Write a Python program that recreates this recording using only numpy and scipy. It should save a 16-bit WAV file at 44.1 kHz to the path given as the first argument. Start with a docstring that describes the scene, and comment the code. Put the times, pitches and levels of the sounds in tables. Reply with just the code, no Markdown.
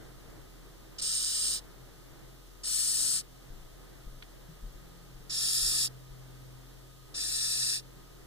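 """Hissing cockroach in a glass tank

A large cockroach hisses four times when prodded: noise stands for the turbulent air forced through its
spiracles, gated by the flow, coloured by airway resonances and scattered by bark, hand and glass.
The room adds rumbling and rushing noise and a faint fuzzy tone; beneath lies a low hum of sine partials.
Thumps and ticks are decaying tones and noise. Subtracting delayed crosstalk widens the camera's two ports.
"""
import sys
import numpy as np
from scipy import signal
from scipy.fft import rfft, irfft, next_fast_len
from scipy.io import wavfile
from scipy.ndimage import map_coordinates

SR = 44100
rng = np.random.default_rng(int(sys.argv[2]) if len(sys.argv) > 2 else 0)


def unload_wav(signal):
    """Save mono or channel-first audio to the path in sys.argv[1] as 16-bit WAV at rate SR, clipped to [-1, 1]."""
    wavfile.write(
        sys.argv[1],
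        SR,
        np.round(np.clip(np.atleast_2d(signal).T, -1, 1) * 32767).astype(np.int16),
    )


N = 364266


def amp(db):
    """Decibel law: amplitude ratio of a level."""
    return 10 ** (np.asarray(db) / 20)


def unit(x):
    """Normalisation to an rms of 1 over all ports together."""
    return x / np.sqrt(np.mean(x ** 2) + 1e-20)


def along(points, hz):
    """Linear interpolation of (frequency, value) points on a logarithmic frequency axis."""
    f, v = np.transpose(points)
    return np.interp(np.log(hz + 1), np.log(f + 1), v)


def level_curve(points):
    """Linear interpolation of (time, level) points, one value per sample."""
    s, db = np.transpose(points)
    return np.interp(np.arange(N) / SR, s, db)


def wobble(rate, count=N):
    """Slow random modulation: a smooth spline through random knots, rate knots a second."""
    knots = rng.standard_normal(int(count * rate / SR) + 4)
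    return map_coordinates(knots, [np.arange(count) * rate / SR])


def filtered(x, response):
    """Linear filtering: the spectrum times a real or complex response of frequency."""
    m = next_fast_len(x.shape[-1] + 8192)
    spectrum = rfft(x, m) * response(np.fft.rfftfreq(m, 1 / SR))
    return irfft(spectrum, m)[..., :x.shape[-1]]


def diffuse_noise(spectrum):
    """Partial coherence: mid and side noises mixed to a set correlation of the ports, rms 1."""
    # correlation of the two ports: (frequency [Hz], correlation [-1..1])
    alike = [(40, 0.015), (120, 0), (400, 0.15), (1500, 0), (4000, 0)]

    def mid_side(hz):
        turn = np.arccos(np.clip(along(alike, hz), -1, 1)) / 2
        return amp(along(spectrum, hz)) * [np.cos(turn), np.sin(turn)]

    mid, side = filtered(rng.standard_normal((2, N)), mid_side)
    return unit(np.array([mid + side, mid - side]))


def room():
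    """Broadband and narrowband noise: a gently moving rumble, a steady rush and a fuzzy tone."""
    # spectral shape of each noise: (frequency [Hz], relative level per Hz [dB])
    rumble_shape = [(20, 2.5), (60, -0.5), (90, -1.5), (150, 1), (225, -8.5), (320, -1), (480, -6.5),
                    (900, -15), (2000, -17), (5000, -47)]
    rush_shape = [(500, 6), (1500, -9), (3000, 8.5), (5000, 7), (9000, 3.5), (15500, 3)]
    # course of the rumble before its fixed lift: (time [s], level [dB])
    rumble_course = [(0.05, -61), (1.94, -61), (2.17, -64), (3.18, -61), (5.17, -62.5), (5.68, -60),
                     (6.52, -63.5), (8.26, -60)]
    # the fuzzy tone: (centre [Hz], width [Hz], rms level [dB])
    centre, width, whine_db = (1244, 38, -75.5)
    rumble_lift_db, rush_db = 6.5, -59.5
    whine = filtered(rng.standard_normal(N), lambda hz: 1 / (1 + (2 * (hz - centre) / width) ** 2))
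    rumble_db = level_curve(rumble_course) + rumble_lift_db + 1.44 * wobble(6)
    rumble = amp(rumble_db) * diffuse_noise(rumble_shape)
    return rumble + amp(rush_db) * diffuse_noise(rush_shape) + amp(whine_db) * unit(whine)


def hum():
    """Harmonic series: modulated sine partials, earlier and louder on the left."""
    # wavering high harmonics: (multiple of the fundamental, middle rms level [dB])
    high_harmonics = [(4, -73.5), (6, -76.5)]
    # course of the third harmonic before its wobble: (time [s], rms level [dB])
    third_course = [(0.2, -62), (1.77, -68), (1.82, -53), (1.91, -79), (2.0, -61.5), (2.33, -58.5),
                    (2.62, -72), (2.78, -62), (3.63, -60), (3.95, -65), (4.15, -55.5), (4.24, -65.5),
                    (5.43, -57.5), (6.33, -50), (7.04, -59), (7.56, -58), (7.61, -52), (8.26, -64.5)]
    hum_hz, hum_db = 42.66, -55.5
    port_shift = np.array([[.0004], [-.0004]])  # s
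    turn = 2 * np.pi * hum_hz * (np.arange(N) / SR + port_shift)
    first = amp(hum_db + 1.2 * wobble(4)) * np.sin(turn + .25 * wobble(6))
    third_db = level_curve(third_course) + 1.34 * wobble(8.9)
    third = amp(third_db) * np.sin(3 * turn + .2 * wobble(2.2))
    high = sum(amp(db + 6.4 * wobble(2.022)) * np.sin(k * turn) for k, db in high_harmonics)
    # the root turns rms levels into sine peaks
    return np.sqrt(2) * (first + third + high) * amp([[.8], [-.8]])


def flow(t, start, length, swell, fade):
    """Valve-gated flow: shares of full flow while opening (with one catch) and while closing."""
    # brief interruption of flow: (time [s], half width to 1/e [s], share lost)
    catch_s, catch_width, lost = (1.011, 0.0075, 0.97)
    open_s, burst = 0.0041, 0.12  # the spiracles pop open to this share, then the flow swells
    sag_db, sag_s = 2, 0.042  # the pressure sags before they close
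    left = length - t
    rise = (1 - np.exp(-(t / open_s) ** 2)) * (1 - (1 - burst) * np.exp(-t / swell))
    fall = (1 - np.exp(-(left / fade) ** 2.5)) * amp(-sag_db * np.exp(-left / sag_s))
    catch = 1 - lost * np.exp(-((start + t - catch_s) / catch_width) ** 2)
    return rise * catch + 1e-3, fall + 1e-3  # the floor keeps the logarithms finite


def jet_noise(count):
    """Turbulence with partial coherence: a shared stream with a phase lead, plus separate ones."""
    # phase lead of the left port: (frequency [Hz], lead [turns])
    left_lead = [(1300, 0), (1950, .5), (3000, .5), (3600, 1), (4300, 1.2), (5000, 1.28), (5600, 1.2),
                 (6300, 1.9), (7500, 2.4), (9000, 3.1), (12000, 3.9), (15000, 5.1)]
    # power that each port hears alone: (frequency [Hz], share)
    alone_share = [(1500, .25), (2000, 0.0067), (2800, 0.015), (3300, 0.14), (9000, 0.18), (15000, 0.31)]

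    def alone(hz):
        return np.clip(along(alone_share, hz), 0, 1)

    def shared_response(hz):
        lead = np.exp(1j * np.pi * np.outer([1, -1], along(left_lead, hz)))
        return np.sqrt(1 - alone(hz)) * lead

    shared = filtered(rng.standard_normal(count), shared_response)
    separate = filtered(rng.standard_normal((2, count)), lambda hz: np.sqrt(alone(hz)))
    return shared + separate


def tank(x, wet_db, t60):
    """Early reverberation: direct sound plus quick bright scatter, independent at each port."""
    t = np.arange(SR // 20) / SR
    scatter = np.diff(rng.standard_normal((2, len(t) + 1)))  # differencing tilts it to the treble
    scatter *= amp(-60 * t / t60)
    scatter *= amp(wet_db) / np.linalg.norm(scatter, axis=1, keepdims=True)
    scatter[:, 0] += 1  # direct sound
    return signal.fftconvolve(x, scatter, axes=1)


def airways(hz, pose):
    """Resonance and cancellation: a broad jet spectrum with the narrow peaks and dips of a pose."""
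    # jet through the breathing tubes at each port: (frequency [Hz], relative level per Hz [dB])
    jet_left = [(1030, -94.5), (1400, -97), (2200, -75), (2900, -67.5), (3790, -77.5), (5000, -66.5),
                (6030, -73.5), (7000, -62), (8300, -61.5), (9820, -66), (11300, -76.5), (13000, -83.5),
                (14300, -77.5), (15400, -88)]
    jet_right = [(1030, -94), (1300, -75.5), (1720, -84.5), (2250, -81), (2900, -84.5), (3790, -69),
                 (5000, -58.5), (5700, -63.5), (6400, -70.5), (8500, -65), (10160, -73.5), (12000, -77),
                 (14000, -84.5), (15400, -77)]
    db = np.array([along(jet_left, hz), along(jet_right, hz)])
    db -= 24 * np.log2(np.maximum(1030 / (hz + 1), 1))  # 24 dB per octave below 1030 Hz
    for centre, width, *lift_db in pose:
        db += np.outer(lift_db, 1 / (1 + (2 * (hz - centre) / width) ** 2))
    return amp(db)


def cockroach():
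    """Aeroacoustic source and filter: fluttering turbulence, shaped by airways and flow."""
    # hisses: (start [s], length [s], nominal level [dB], swell time constant [s], fade scale [s],
    # base body lift [dB], base treble lift [dB], treble rise [dB/s], left-right difference [dB],
    # level growth [dB/s])
    hisses = [(0.981, .63, -30.5, 0.036, 0.048, 1.3, -1.5, 2, 2.3, 2),
              (2.632, .598, -29, 0.048, 0.044, -1, 1, -8, 1.5, 1.5),
              (5.294, .596, -28, 0.15, 0.033, 1.5, 4, -14, 1, 1),
              (7.14, 0.68, -31, 0.057, 0.063, -0.26, 1, -6, 0.8, 4.5)]
    # resonances of tubes, bark, hand and glass, one list for each hiss:
    # (centre [Hz], width [Hz], lift left [dB], lift right [dB])
    poses = [
        [(1800, 150, 0, 13.5), (2650, 100, -12, -3), (3970, 110, 12, 3.5), (4430, 220, 4, -11),
         (4995, 560, 2.5, 3.5), (6130, 180, 3, 3), (7070, 240, 5, 3), (7550, 150, -17, 15),
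         (8200, 240, 5.5, -15), (8530, 230, 5, 12.5), (9970, 200, 1.5, 11), (10200, 190, -1, -2),
         (12400, 200, 4, -3), (13700, 220, 0, 5)],
        [(1803, 150, 3, 16.5), (2420, 98, -4, 8), (3860, 50, 9, 10.5), (4320, 140, 14, -4), (5120, 170, 4, 4),
         (6140, 160, 15, 7), (7140, 150, 3, -3), (7370, 200, -8, 10), (8160, 300, 8, -4), (8570, 260, -3, 10),
         (9950, 230, 6, -1), (10300, 220, 2, 2), (11800, 220, 0, -6), (14800, 170, 4, 4)],
        [(1802, 184, 8, 19.5), (3760, 400, 9.5, 9), (4820, 540, 2, 6), (5540, 450, 12, 8), (6850, 240, 8, -9),
         (7830, 220, 9, 10), (8200, 240, -10, 5), (8860, 270, 9, 3), (9340, 240, -6, 8), (9600, 220, 6, 4),
         (10250, 220, 8, -3), (10850, 220, 6, 6), (11650, 680, 9.5, 10), (14990, 190, 10, 2)],
        [(1802, 205, 11.5, 20), (2550, 420, 4.5, 5), (3595, 130, 19.5, -13), (3910, 190, -15, 12.5),
         (4910, 470, 7, 8), (5640, 460, 16, 6), (6910, 220, 8, -2), (7740, 240, 5, 12.5), (8300, 220, -8, 5),
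         (8690, 290, 11, 6), (9150, 200, 4.5, -1), (10300, 200, 4, -2), (10500, 200, 0, 8), (11500, 220, 11, 6)],
    ]
    # band without a centre, for each hiss: (low [Hz], high [Hz], centre share left in the strand)
    hollow_bands = [(1880, 2906, 0.028), (1890, 2900, 0.027), (1880, 3220, 0.47), (1930, 3250, 0.94)]
    # narrow strand within that band: (low [Hz], high [Hz])
    strand_low, strand_high = (2573, 2750)
    dull_per_db, dull_max_db = 0.56, 13  # weak flow lifts the body
    dim_per_db, keep_per_db = 0.8, 0.4415  # treble is dim in the swell, holds up in the fade
    out = np.zeros((2, N + SR))
    for hiss, pose, (low_hz, high_hz, strand) in zip(hisses, poses, hollow_bands):
        s, length, db, swell, fade, body_db, treble_db, rise_db, pan_db, grow_db = hiss
        start, count = round(s * SR), int(length * SR)
        t = np.arange(count) / SR
        from_middle = t - length / 2
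        rise, fall = flow(t, s, length, swell, fade)
        share = rise * fall
        weak_db = -20 * np.log10(share)
        body_db = body_db + np.minimum(dull_per_db * weak_db, dull_max_db)
        treble_db = treble_db + rise_db * from_middle
        treble_db += 20 * (dim_per_db * np.log10(rise) - keep_per_db * np.log10(fall))

        flutter = amp(0.23 * wobble(41.7, count=count) + 0.11 * wobble(300, count=count))
        jet = tank(flutter * jet_noise(count), wet_db=-2.0, t60=0.033)
        jet = unit(filtered(jet, lambda hz: airways(hz, pose)))[:, :count]
        body = filtered(jet, lambda hz: 1 / (1 + (hz / 6200) ** 8))
        treble = filtered(jet, lambda hz: 1 / (1 + (10000 / (hz + 1)) ** 8))
        jet = jet + (amp(body_db) - 1) * body + (amp(treble_db) - 1) * treble
        pan = np.array([[.5], [-.5]]) * pan_db
        unsteady_db = .5 * wobble(6.9, count=count)
        jet = jet * share * amp(db + grow_db * from_middle + unsteady_db + pan)

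        def hollow(hz):
            in_strand = (hz > strand_low) * (hz < strand_high)
            return (hz > low_hz) * (hz < high_hz) * (1 - strand * in_strand)

        # the hollow band keeps the left-right difference and the strand's share of the centre
        centre = filtered(jet.mean(axis=0), hollow)
        out[:, start:start + count] += jet - centre
    return out[:, :N]


def bumps():
    """Damped oscillation and decaying noise: thumps and hollow knocks with a dull puff, dry ticks."""
    # thumps and knocks: (time [s], level before the soft attack [dB], frequency [Hz], t60 [s])
    thumps = [(3.498, -30.5, 26, 0.25), (3.589, -35, 22, 0.25), (3.649, -37, 35, 0.17),
              (3.715, -55, 166, .2), (4.05, -46, 166, 0.17), (4.064, -23.5, 33, 0.11),
              (4.12, -27.5, 27.8, 0.11), (4.166, -32.5, 35.8, 0.2), (4.483, -35, 157, 0.16),
              (4.623, -27, 36, 0.27), (4.627, -49, 162, 0.13), (4.741, -33, 35.3, 0.14),
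              (5.14, -36, 28, 0.24), (5.201, -30, 31.8, 0.12), (5.62, -25.5, 37.3, 0.17),
              (5.67, -28, 34.5, 0.1), (6.104, -32, 35, 0.14)]
    # ticks: (time [s], noise level before filtering [dB], t60 [s])
    ticks = [(4.2242, -39, 0.05), (5.252, -52, .012)]
    out = np.zeros((2, N + SR))
    t = np.arange(SR // 2) / SR
    for s, db, hz, t60 in thumps:
        puff = unit(filtered(rng.standard_normal(len(t)), lambda f: f / (1 + (f / 180) ** 3)))
        envelope = amp(db - 60 * t / t60) * (1 - np.exp(-t / 0.017))
        thump = envelope * (amp(-19.5) * puff - np.sin(2 * np.pi * hz * t))
        start = round(s * SR)
        out[:, start:start + len(t)] += np.outer(amp([1.5, -1.5]), thump)
    for s, db, t60 in ticks:
        decay = rng.standard_normal((2, len(t))) * amp(db - 60 * t / t60)
        start = round(s * SR)
        tick = filtered(decay, lambda hz: hz / 1500 / (1 + (hz / 3800) ** 6))
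        out[:, start:start + len(t)] += tick
    return out[:, :N]


def scene():
    """Superposition of the cockroach, the room noise, the hum and the bumps."""
    return cockroach() + room() + hum() + bumps()


def record(dry):
    """Stereo widening by delayed crosstalk subtraction, then a sharp band limit."""
    # opposite port subtracted from each side: (frequency [Hz], share)
    cross_share = [(200, 0.19), (1200, 0.5), (2500, 0.54), (4000, 0.11), (6000, 0.18), (15000, 0.16)]
    # further factor on that share for the right side: (frequency [Hz], factor)
    right_factor = [(3000, 0.91), (4200, 4.2), (6000, 0.17), (15000, .1)]
    delay_s, top_hz = 0.0004, 15500

    def cross(hz):
        delayed = np.exp(-2j * np.pi * hz * delay_s) * along(cross_share, hz)
        return delayed * [np.ones_like(hz), along(right_factor, hz)]

    wide = dry - filtered(dry[::-1], cross)
    return filtered(wide, lambda hz: hz < top_hz)


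dry = scene()
out = record(dry)
unload_wav(out)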